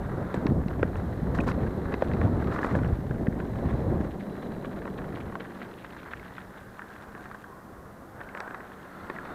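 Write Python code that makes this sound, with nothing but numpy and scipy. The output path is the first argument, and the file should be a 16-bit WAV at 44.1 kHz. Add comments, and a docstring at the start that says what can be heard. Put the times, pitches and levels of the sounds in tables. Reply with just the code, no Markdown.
"""A mountain bike runs down a rough dirt trail, then slows on concrete.
Its tyres rush over grit, its chain and cables snap, and bumps and stones knock. A camera on the
rider's chest hears it all through a case, which rings briefly at each knock and is buffeted by wind.
A thin insect-like whine and a faint hum come and go over the hiss of the microphone's amplifier."""
import sys
import numpy as np
from scipy import signal
from scipy.fft import rfft, irfft, next_fast_len
from scipy.io import wavfile
from scipy.ndimage import uniform_filter1d

SR = 44100
rng = np.random.default_rng(int(sys.argv[2]) if len(sys.argv) > 2 else 0)


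def transcribe(signal):
    """Save signal, clipped to [-1, 1], as a 16-bit WAV file at the path in sys.argv[1]."""
    frames = np.atleast_2d(signal).T
    limited = np.clip(frames, -1, 1)
    pcm = np.round(limited * 32767).astype(np.int16)
    wavfile.write(sys.argv[1], SR, pcm)


N = 411894


# how loud and bright the rolling tyres are: t/s, level/dB, brightness/(dB per octave)
ROLLING = [(0.0, -47, -7), (0.36, -41, -8), (0.55, -48.5, 2), (1.06, -45.5, 6), (2.5, -42.5, -4),
           (2.7, -37.5, -14), (2.88, -45, 5), (3.28, -52, 25), (3.72, -43.5, 7), (4.16, -49, 12),
           (4.92, -48, -1), (6.11, -47.5, 10), (7.36, -49.5, -9), (7.86, -52, -9), (8.19, -49.5, -10),
           (8.43, -45.5, -15), (8.92, -47, 4), (9.34, -41, -7)]
# how much loose gravel pops under the tread: t/s, level/dB
GRAVEL = [(0, -3), (2.9, 0), (3.3, -1), (5.4, 1), (7.4, -5.5), (7.5, -21), (8.15, -34), (8.25, -10),
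          (9.34, -3)]
# the broad pitch ranges that the case lets through: f/Hz, level/dB, width/Hz
RUSH_BANDS = [(774, -6.5, 340), (1093, 5.5, 825), (1394, -4.5, 550), (1610, -3.5, 590), (1850, -14, 430)]
# the tone of crackling gravel: f/Hz, level/dB
CRACKLE_TONE = [(600, 11), (1300, 4.5), (2000, -8), (2600, 0.5), (3600, 0.5), (4200, -1), (4700, -9),
                (8000, -17), (15000, -37)]

def tyres():
    """Rolling tyres rush, dulled by the case; gravel popping under the tread feeds rush and crackle."""
    rush_db, bright_db = curves(ROLLING)
    gravel = grains(per_s=90, spread_db=3.5, length_s=0.0041) * undb(curves(GRAVEL)[0])
    contact = (rng.standard_normal(N) + undb(0.5) * gravel) * undb(wander(18))
    rush = np.zeros(N)
    for hz, db, width in RUSH_BANDS:
        band_db = db + bright_db * np.log2(hz / 1300) + 0.22 * wander(47)
        rush += undb(band_db) * unit(band(band(contact, hz, width), hz, width))
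    closed_case = signal.butter(4, 1774, fs=SR, output="sos")
    rush = signal.sosfilt(closed_case, rush / np.sqrt(len(RUSH_BANDS)))
    crackle = colour(gravel + undb(1) * rng.standard_normal(N), CRACKLE_TONE)
    crackle_db = -14 + 0.18 * bright_db  # a brighter rush crackles more
    return undb(rush_db) * (rush + undb(crackle_db) * crackle)


# patches of loose stones: start/s, end/s, level/dB
SCRAPES = [(1.347, 1.393, -40), (1.471, 1.515, -36), (2.527, 2.61, -45.5), (2.612, 2.8, -47)]
# the tone of their crunch: f/Hz, level/dB
CRUNCH_TONE = [(500, -23), (900, 7), (1800, 1), (2300, -17), (4000, -14.5), (8000, -24.5), (16000, -40)]

def scrapes():
    """A tyre ploughs through stones: a crunch of tiny contacts starts at once and tapers off."""
    t = np.arange(N) / SR
    crunch = colour(grains(per_s=1100, spread_db=1.5, length_s=0.0025), CRUNCH_TONE)
    level = np.zeros(N)
    for start, end, db in SCRAPES:
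        taper = np.sqrt(np.clip((end - t) / (end - start), 0, 1))
        level += undb(db) * spell(start, np.inf, fade_s=0.004) * taper
    return level * crunch


# knocks from bumps and stones: t/s, level/dB, centre/Hz, boost of the low notes/dB
KNOCKS = [(0.3418, -27, 1040, 0), (0.4674, -23, 900, -12), (0.794, -35, 1020, 6), (0.829, -16.5, 1090, 0.5),
          (0.956, -29.5, 1000, -4), (1.3484, -30.5, 1190, -14), (1.387, -25.5, 1220, -28),
          (1.4751, -27, 926, -2.5), (1.4873, -22, 1030, -17), (1.513, -25, 902, -11),
          (1.94, -26.5, 1020, -0.5), (2.0218, -24, 1810, 6), (2.1145, -26.5, 1020, -5),
          (2.2142, -20, 1040, -7.5), (2.589, -23.5, 1120, -8), (2.6297, -25.5, 1460, -17),
          (2.6448, -20.5, 1060, -2), (2.7512, -26.5, 1620, 2), (2.846, -28.5, 910, -8),
          (3.1096, -27, 926, -3), (3.2681, -29.5, 1780, -1), (3.401, -30, 1066, -20),
          (4.6465, -29, 1180, -3), (4.8533, -29, 1030, -3), (4.8763, -29.5, 1060, -9),
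          (4.9874, -34.5, 1660, -17), (5.323, -32, 1140, -10), (5.3538, -24.5, 1204, -9),
          (5.404, -31.5, 1160, -5.5), (5.616, -31.5, 1590, -8.5), (5.8453, -31.5, 1240, -18),
          (6.114, -34, 1800, -19), (6.134, -27.5, 1530, -20), (6.381, -32.5, 1410, -22),
          (6.793, -29, 1480, -31), (6.819, -32.5, 1460, -20), (7.15, -33.5, 1200, -8),
          (7.256, -37, 1500, -10), (7.313, -34, 1500, -12), (7.345, -33, 1150, -14),
          (7.441, -34.5, 1453, -21), (8.205, -34.5, 1626, -4.5), (8.212, -31.5, 1630, -11),
          (8.477, -33.5, 1590, -8), (6.961, -37, 1850, -19), (8.3487, -30, 1100, -11),
          (8.373, -33, 1250, -12), (8.4033, -25.5, 1510, -12), (8.5444, -29.5, 1590, -16),
          (9.0986, -23, 1025, -9.5), (9.185, -30, 1800, -16), (8.508, -35.5, 1500, -11),
          (8.6038, -36, 1700, -12), (8.718, -39, 1500, -16), (9.044, -36, 2000, -18),
          (9.162, -31, 1900, -20), (9.2542, -37, 1700, -15)]
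# the notes the case rings with: f/Hz, level/dB, time to fade by 60 dB/s
CASE_NOTES = [(358, 4.5, 0.0079), (493, 1.5, 0.011), (707, -13, 0.035), (1110, -5.5, 0.021),
              (1400, 3, 0.0046), (1605, -5, 0.017), (1800, -7, 0.026)]

def knocks():
    """Each knock is a tiny rattle that cracks and rings the case, a little differently each time."""
    t = np.arange(2048) / SR
    hz, db, ring_s = np.transpose(CASE_NOTES)[:, :, None]
    fade = undb(-60 * t / ring_s) * (1 - np.exp(-t / 0.0021))
    jolts = rng.standard_normal((len(KNOCKS), 256)) * t[:256] * np.exp(-t[:256] / 0.0007)
    chance = rng.standard_normal((len(KNOCKS), 2, len(CASE_NOTES), 1))
    crack_band = signal.butter(4, [750, 2430], "band", fs=SR, output="sos")
    events = []
    for (s, level_db, centre_hz, low_db), jolt, (louder, higher) in zip(KNOCKS, jolts, chance):
        notes = np.sin(2 * np.pi * hz * (1 + 0.04 * higher) * t) * fade
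        rings = signal.fftconvolve(notes, jolt[None], axes=1)
        rings /= np.abs(rings).max(axis=1, keepdims=True)
        near_db = -12 * np.abs(np.log2(hz / centre_hz))  # weaker away from the knock's centre
        boost_db = np.where(hz < 800, low_db, near_db)
        sound = np.sum(undb(db + boost_db + 1.5 * louder) * rings, axis=0)
        crack = signal.sosfilt(crack_band, jolt)
        sound[:len(crack)] += undb(-11.5) * crack / np.abs(crack).max()
        events.append((s, undb(level_db) * sound))
    bass_cut = signal.butter(2, 200, "high", fs=SR, output="sos")  # a small case makes no deep bass
    return signal.sosfilt(bass_cut, place(events))


# bumps felt through the frame: t/s, level/dB, f/Hz
THUMPS = [(0.375, -8, 150), (0.457, -1, 229), (0.49, -5, 133), (0.661, -7, 184), (1.23, -7.5, 185),
          (2.757, -6.5, 137), (2.988, -12, 205), (3.105, -5.5, 128), (3.283, -1.5, 192), (3.738, -7.5, 119),
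          (4.004, -8, 241)]

def thumps():
    """A bump comes through the frame as one or two slow pressure waves with a soft start."""
    t = np.arange(4096) / SR
    events = []
    for s, db, hz in THUMPS:
        cycles = hz * t
        swell = cycles * np.exp(1 - cycles / 0.39) / 1.28
        events.append((s, undb(db) * swell * np.sin(2 * np.pi * cycles)))
    return place(events)


# snaps of chain and cables: t/s, level/dB, brightness/(dB per octave)
SNAPS = [(0.467, -35, -2), (0.683, -44, -6), (1.517, -42, -10), (1.94, -38, -11), (2.135, -43.5, -10),
         (2.443, -48, -6), (2.877, -53, 10), (3.27, -59, -29), (5.8452, -52, -12), (6.134, -49, -21),
         (6.369, -54, -15), (6.196, -55, -19), (8.289, -54.5, -20), (8.403, -42, 15), (8.546, -50, -6),
         (9.1, -45, -13)]
# the notes the metal rings with: f/Hz, level/dB, time to fade by 60 dB/s
METAL_NOTES = [(2050, 4, 0.015), (2540, 5, 0.011), (3820, 10, 0.0059), (4550, 1.5, 0.011),
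               (5630, 1, 0.0076), (7940, -16.5, 0.011)]

def snaps():
    """One sudden blow rings a few brief metal notes, tuned a little differently each time."""
    t = np.arange(1024) / SR
    hz, db, ring_s = np.transpose(METAL_NOTES)[:, :, None]
    rise = 1 - np.exp(-t / 0.00077)
    events = []
    for s, level_db, bright_db in SNAPS:
        tuning = 1 + 0.03 * rng.standard_normal(hz.shape)
        fade = undb(db + bright_db * np.log2(hz / 3800) - 60 * t / ring_s)
        notes = fade * np.sin(2 * np.pi * hz * tuning * t)
        events.append((s, undb(level_db) * rise * notes.sum(axis=0)))
    return place(events)


# a loose metal part: t/s, level/dB, f/Hz, time to fade by 60 dB/s
PING = [(1.4033, -20, 2510, 0.017)]

def ping():
    """A loose metal part gives one short, clean ring."""
    t = np.arange(4096) / SR
    rise = 1 - np.exp(-t / 0.0017)
    return place((s, rise * undb(db - 60 * t / ring_s) * np.sin(2 * np.pi * hz * t))
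                 for s, db, hz, ring_s in PING)


# stretches of loose grit: start/s, end/s, level/dB, sharp part over dull part/dB
GRIT = [(1.879, 2.304, -51.5, -14), (4.193, 5.553, -54, -26), (6.604, 7.455, -55.5, -11),
        (8.202, 9.301, -56, -29)]
# bursts of chain chatter: start/s, end/s, level/dB
CHAIN_CHATTER = [(5.577, 5.666, -52.5), (5.711, 5.741, -50), (5.776, 5.867, -51), (5.903, 5.938, -50),
                 (5.972, 6.072, -51), (6.108, 6.196, -50), (6.235, 6.294, -53), (6.339, 6.426, -52)]

def frame_ticks():
    """Grit and chain links hit the frame at random, making many small ticks and a few bigger ones."""
    chain = [(*row, -30) for row in CHAIN_CHATTER]  # its sharp part is 30 dB weaker
    ticks = []
    for table, per_s, length_s in [(GRIT, 70, 0.005), (chain, 200, 0.0035)]:
        for start, end, db, sharp_db in table:
            for when, size in rng.random((int(per_s * (end - start)), 2)):
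                tick_db = db - 2.8 * np.log(1 - 0.9 * size)
                ticks.append((start + when * (end - start), tick_db, sharp_db, length_s))
    return rough_bursts(ticks)


# things brushing by: t/s, level/dB, sharp part over dull part/dB
BRUSHES = [(0.342, -46.5, -5), (0.966, -56, -2), (1.402, -45, -8), (1.436, -56, -2), (2.534, -57, -3),
           (2.637, -53, -5), (2.66, -53, -3), (2.69, -58, -3), (2.72, -57, -6), (2.753, -52, -5),
           (3.398, -51, -33), (4.108, -47, -24), (4.2, -48, -21), (4.42, -49, -25), (4.647, -46, -18),
           (4.977, -43.5, -23), (5.151, -43, -26), (5.203, -43, -23), (5.399, -41.5, -32),
           (5.619, -43.5, -28), (5.84, -48, -30), (6.112, -47, -26), (6.576, -49, -26), (8.37, -50, -10)]

def brushes(length_s=0.022):
    """Grass, grit and cables brush by, each with a short swell of rough hiss."""
    return rough_bursts([(*row, length_s) for row in BRUSHES])


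# wind on the case: t/s, level/dB, big swirls over small ones/dB
WIND = [(0.0, -38, 6.5), (0.31, -35, -5.5), (0.47, -24.5, -1), (0.6, -32, 7), (0.645, -37, 4.5),
        (0.72, -37, 3), (0.83, -33, 4), (0.93, -40, 7.5), (1.27, -33.5, 2.5), (1.92, -35.5, 0.5),
        (2.26, -33, 5), (2.68, -32, -6.5), (2.76, -27.5, 1.5), (2.945, -37, 11.5), (2.975, -41, 2),
        (3.09, -36.5, 7), (3.28, -34.5, 2), (3.45, -36, 2.5), (3.9, -31.5, 2), (4.12, -37.5, 3),
        (4.24, -38, -12), (5.31, -41.5, 0.5), (5.44, -46, -11), (6.22, -54, 3), (7.4, -55.5, 0),
        (8.0, -54, 1.5), (8.79, -54, -5.5), (9.34, -48.5, -6)]
# the tone of deep buffeting: f/Hz, level/dB
BUFFET_TONE = [(15, -32), (30, 0), (60, 11), (110, 9.5), (170, 3.5), (300, -18.5), (900, -86)]
# the tone of low flutter: f/Hz, level/dB
FLUTTER_TONE = [(80, -3.5), (150, 7.5), (250, 8), (380, -3), (700, -22), (1500, -81)]
# the tone of lighter rustle: f/Hz, level/dB
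RUSTLE_TONE = [(200, -17), (350, -0.5), (550, -2.5), (800, -7.5), (1200, -16.5), (3000, -101)]

def wind():
    """Swirls of air push on the case in shared puffs: big ones thump, small ones flutter and rustle."""
    wind_db, big_db = curves(WIND)
    puff = wander(30) + 1.6 * wander(8.6)
    flicker = wander(80)
    buffet = colour(rng.standard_normal(N) * undb(1.3 * puff), BUFFET_TONE)
    depth = np.where(wind_db > -38, 1, 0.41)  # a weak wind puffs less deeply
    small_swirls = rng.standard_normal(N) * undb(depth * (1.17 * puff + 1.85 * flicker))
    flutter = colour(small_swirls, FLUTTER_TONE)
    rustle = colour(small_swirls, RUSTLE_TONE)
    rustle_db = -16.5 + 0.67 * wind_db  # grows more slowly than the wind
    return undb(wind_db) * (undb(big_db) * buffet + flutter) + undb(rustle_db) * rustle


# spells of rubbing: start/s, end/s, f/Hz, width/Hz, level/dB
RUBS = [(6.504, 7.3, 1584, 260, -56.5), (7.466, 7.635, 1045, 110, -52.5), (7.63, 8.033, 1075, 160, -59),
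        (8.164, 8.65, 1530, 200, -54), (8.879, 9.401, 1355, 200, -52)]

def rub():
    """A faint rubbing note, a narrow band of noise, comes and goes as the bike slows."""
    out = np.zeros(N)
    for start, end, hz, width, db in RUBS:
        note = unit(band(band(rng.standard_normal(N), hz, width), hz, width))
        out += undb(db) * spell(start, end, fade_s=0.059) * note
    return out


# spells of whining: start/s, end/s, f/Hz, width/Hz, level/dB
WHINES = [(0, 0.55, 3750, 450, -71), (0.9, 2.8, 3950, 300, -71), (4.05, 5.05, 3960, 110, -73),
          (3.45, 3.94, 3940, 100, -71), (9.15, 9.5, 3650, 70, -72), (8.9, 9.5, 4250, 120, -74),
          (8.3, 8.62, 7900, 120, -80), (9.03, 9.5, 7880, 100, -78)]

def whine():
    """Thin, high bands of noise sound like insects, each flickering and drifting in level."""
    out = np.zeros(N)
    for start, end, hz, width, db in WHINES:
        flicker_db = 1.4 * (wander(17) + wander(4.5))
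        note = unit(band(rng.standard_normal(N), hz, width))
        out += undb(db + flicker_db) * spell(start, end, fade_s=0.073) * note
    return out


# how loud the hum is: t/s, level/dB
HUM_LEVEL = [(0, -57), (5.5, -63.5), (6.1, -71), (8.2, -71), (9.34, -68.5)]
# its two notes, an octave apart: f/Hz, level/dB
HUM_NOTES = [(96.9, -1), (193.8, 13)]

def hum():
    """A faint low hum wavers in pitch and level."""
    wavering_time = np.cumsum(1 + 0.025 * wander(6)) / SR
    notes = sum(undb(db) * np.sin(2 * np.pi * hz * wavering_time) for hz, db in HUM_NOTES)
    return np.sqrt(2) * undb(curves(HUM_LEVEL)[0] + 2.2 * wander(10)) * notes


# the tone of the amplifier's hiss: f/Hz, level/dB
HISS_TONE = [(300, 5), (2000, -3), (5000, -4.5), (8000, -5), (14000, -4.5), (16000, -10)]

def hiss():
    """The microphone's amplifier adds a steady, quiet noise."""
    return undb(-64.5) * colour(rng.standard_normal(N), HISS_TONE)


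def rough_bursts(rows):
    """Hiss dulled by the case, plus a sharp part, for each row of t/s, level/dB, sharp/dB, length/s."""
    t = np.arange(2048) / SR
    noise = rng.standard_normal((len(rows), 2048))
    noise *= undb(4.5 * np.repeat(rng.standard_normal((len(rows), 32)), 64, axis=1))  # gritty, not even
    dull_band = signal.butter(5, [1500, 4100], "band", fs=SR, output="sos")
    sharp_band = signal.butter(2, [4300, 9000], "band", fs=SR, output="sos")
    dulls = signal.sosfilt(dull_band, band(noise, 1800, 1230))
    sharps = signal.sosfilt(sharp_band, noise)
    events = []
    for (s, db, sharp_db, length_s), dull, sharp in zip(rows, dulls, sharps):
        swell = np.sin(np.pi * np.clip(t / length_s, 0, 1) ** 0.6)
        burst = unit(swell * dull) + undb(sharp_db) * unit(swell * sharp)
        gain = undb(db) * np.sqrt(np.mean(swell ** 2)) / 2
        events.append((s - 0.002, gain * burst))
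    return place(events)


def grains(per_s, spread_db, length_s):
    """Random contacts of uneven size, each a short fading burst of noise."""
    hits = rng.random(N) < per_s / SR
    sizes = undb(spread_db * np.minimum(rng.exponential(1, N), 2))
    fades = signal.lfilter([1], [1, -np.exp(-1 / (length_s * SR))], hits * sizes)
    return unit(fades * rng.standard_normal(N))


def undb(db):
    """Turn decibels into a number to multiply by."""
    return 10 ** (np.asarray(db) / 20)


def unit(x):
    """Scale a sound to an average strength (rms) of 1."""
    return x / np.sqrt(np.mean(x ** 2))


def curves(table):
    """Join each column's points with straight lines in time."""
    s, *columns = np.transpose(table)
    return [np.interp(np.arange(N) / SR, s, column) for column in columns]


def wander(per_s):
    """A smooth random drift, about 1 in size, that picks a new value per_s times a second."""
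    hold = int(SR / per_s)
    steps = np.repeat(rng.standard_normal(N // hold + 1), hold)
    return 1.147 * uniform_filter1d(uniform_filter1d(steps, hold), hold)[:N]


def colour(x, tone):
    """Shape a sound's lows and highs with a table of f/Hz, level/dB."""
    hz, db = np.transpose(tone)
    size = next_fast_len(N)
    f = np.maximum(np.arange(size // 2 + 1) * SR / size, 1)
    gain = undb(np.interp(np.log(f), np.log(hz), db))
    return unit(irfft(rfft(x, size) * gain, size)[:N])


def band(x, hz, width):
    """Keep the part of a sound near one pitch."""
    return signal.lfilter(*signal.iirpeak(hz, hz / width, SR), x)


def spell(start_s, end_s, fade_s):
    """Swell in, hold, die away."""
    t = np.arange(N) / SR
    return np.clip(np.minimum(t - start_s, end_s - t) / fade_s + 0.5, 0, 1)


def place(events):
    """Lay (start time, sound) pairs on one track."""
    out = np.zeros(N + SR)
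    for s, sound in events:
        start = int(s * SR)
        out[start:start + len(sound)] += sound
    return out[:N]


def scene():
    """Wind, bike and background meet at one microphone."""
    air = wind()
    bike = tyres() + scrapes() + knocks() + thumps() + snaps() + ping() + frame_ticks() + brushes()
    return (air + bike + rub() + whine() + hum())[None]


def record(dry):
    """The camera adds its hiss and cuts the very highest treble."""
    treble_cut = signal.ellip(10, 0.2, 80, 15520, fs=SR, output="sos")
    return signal.sosfilt(treble_cut, dry + hiss())


dry = scene()
out = record(dry)
transcribe(out)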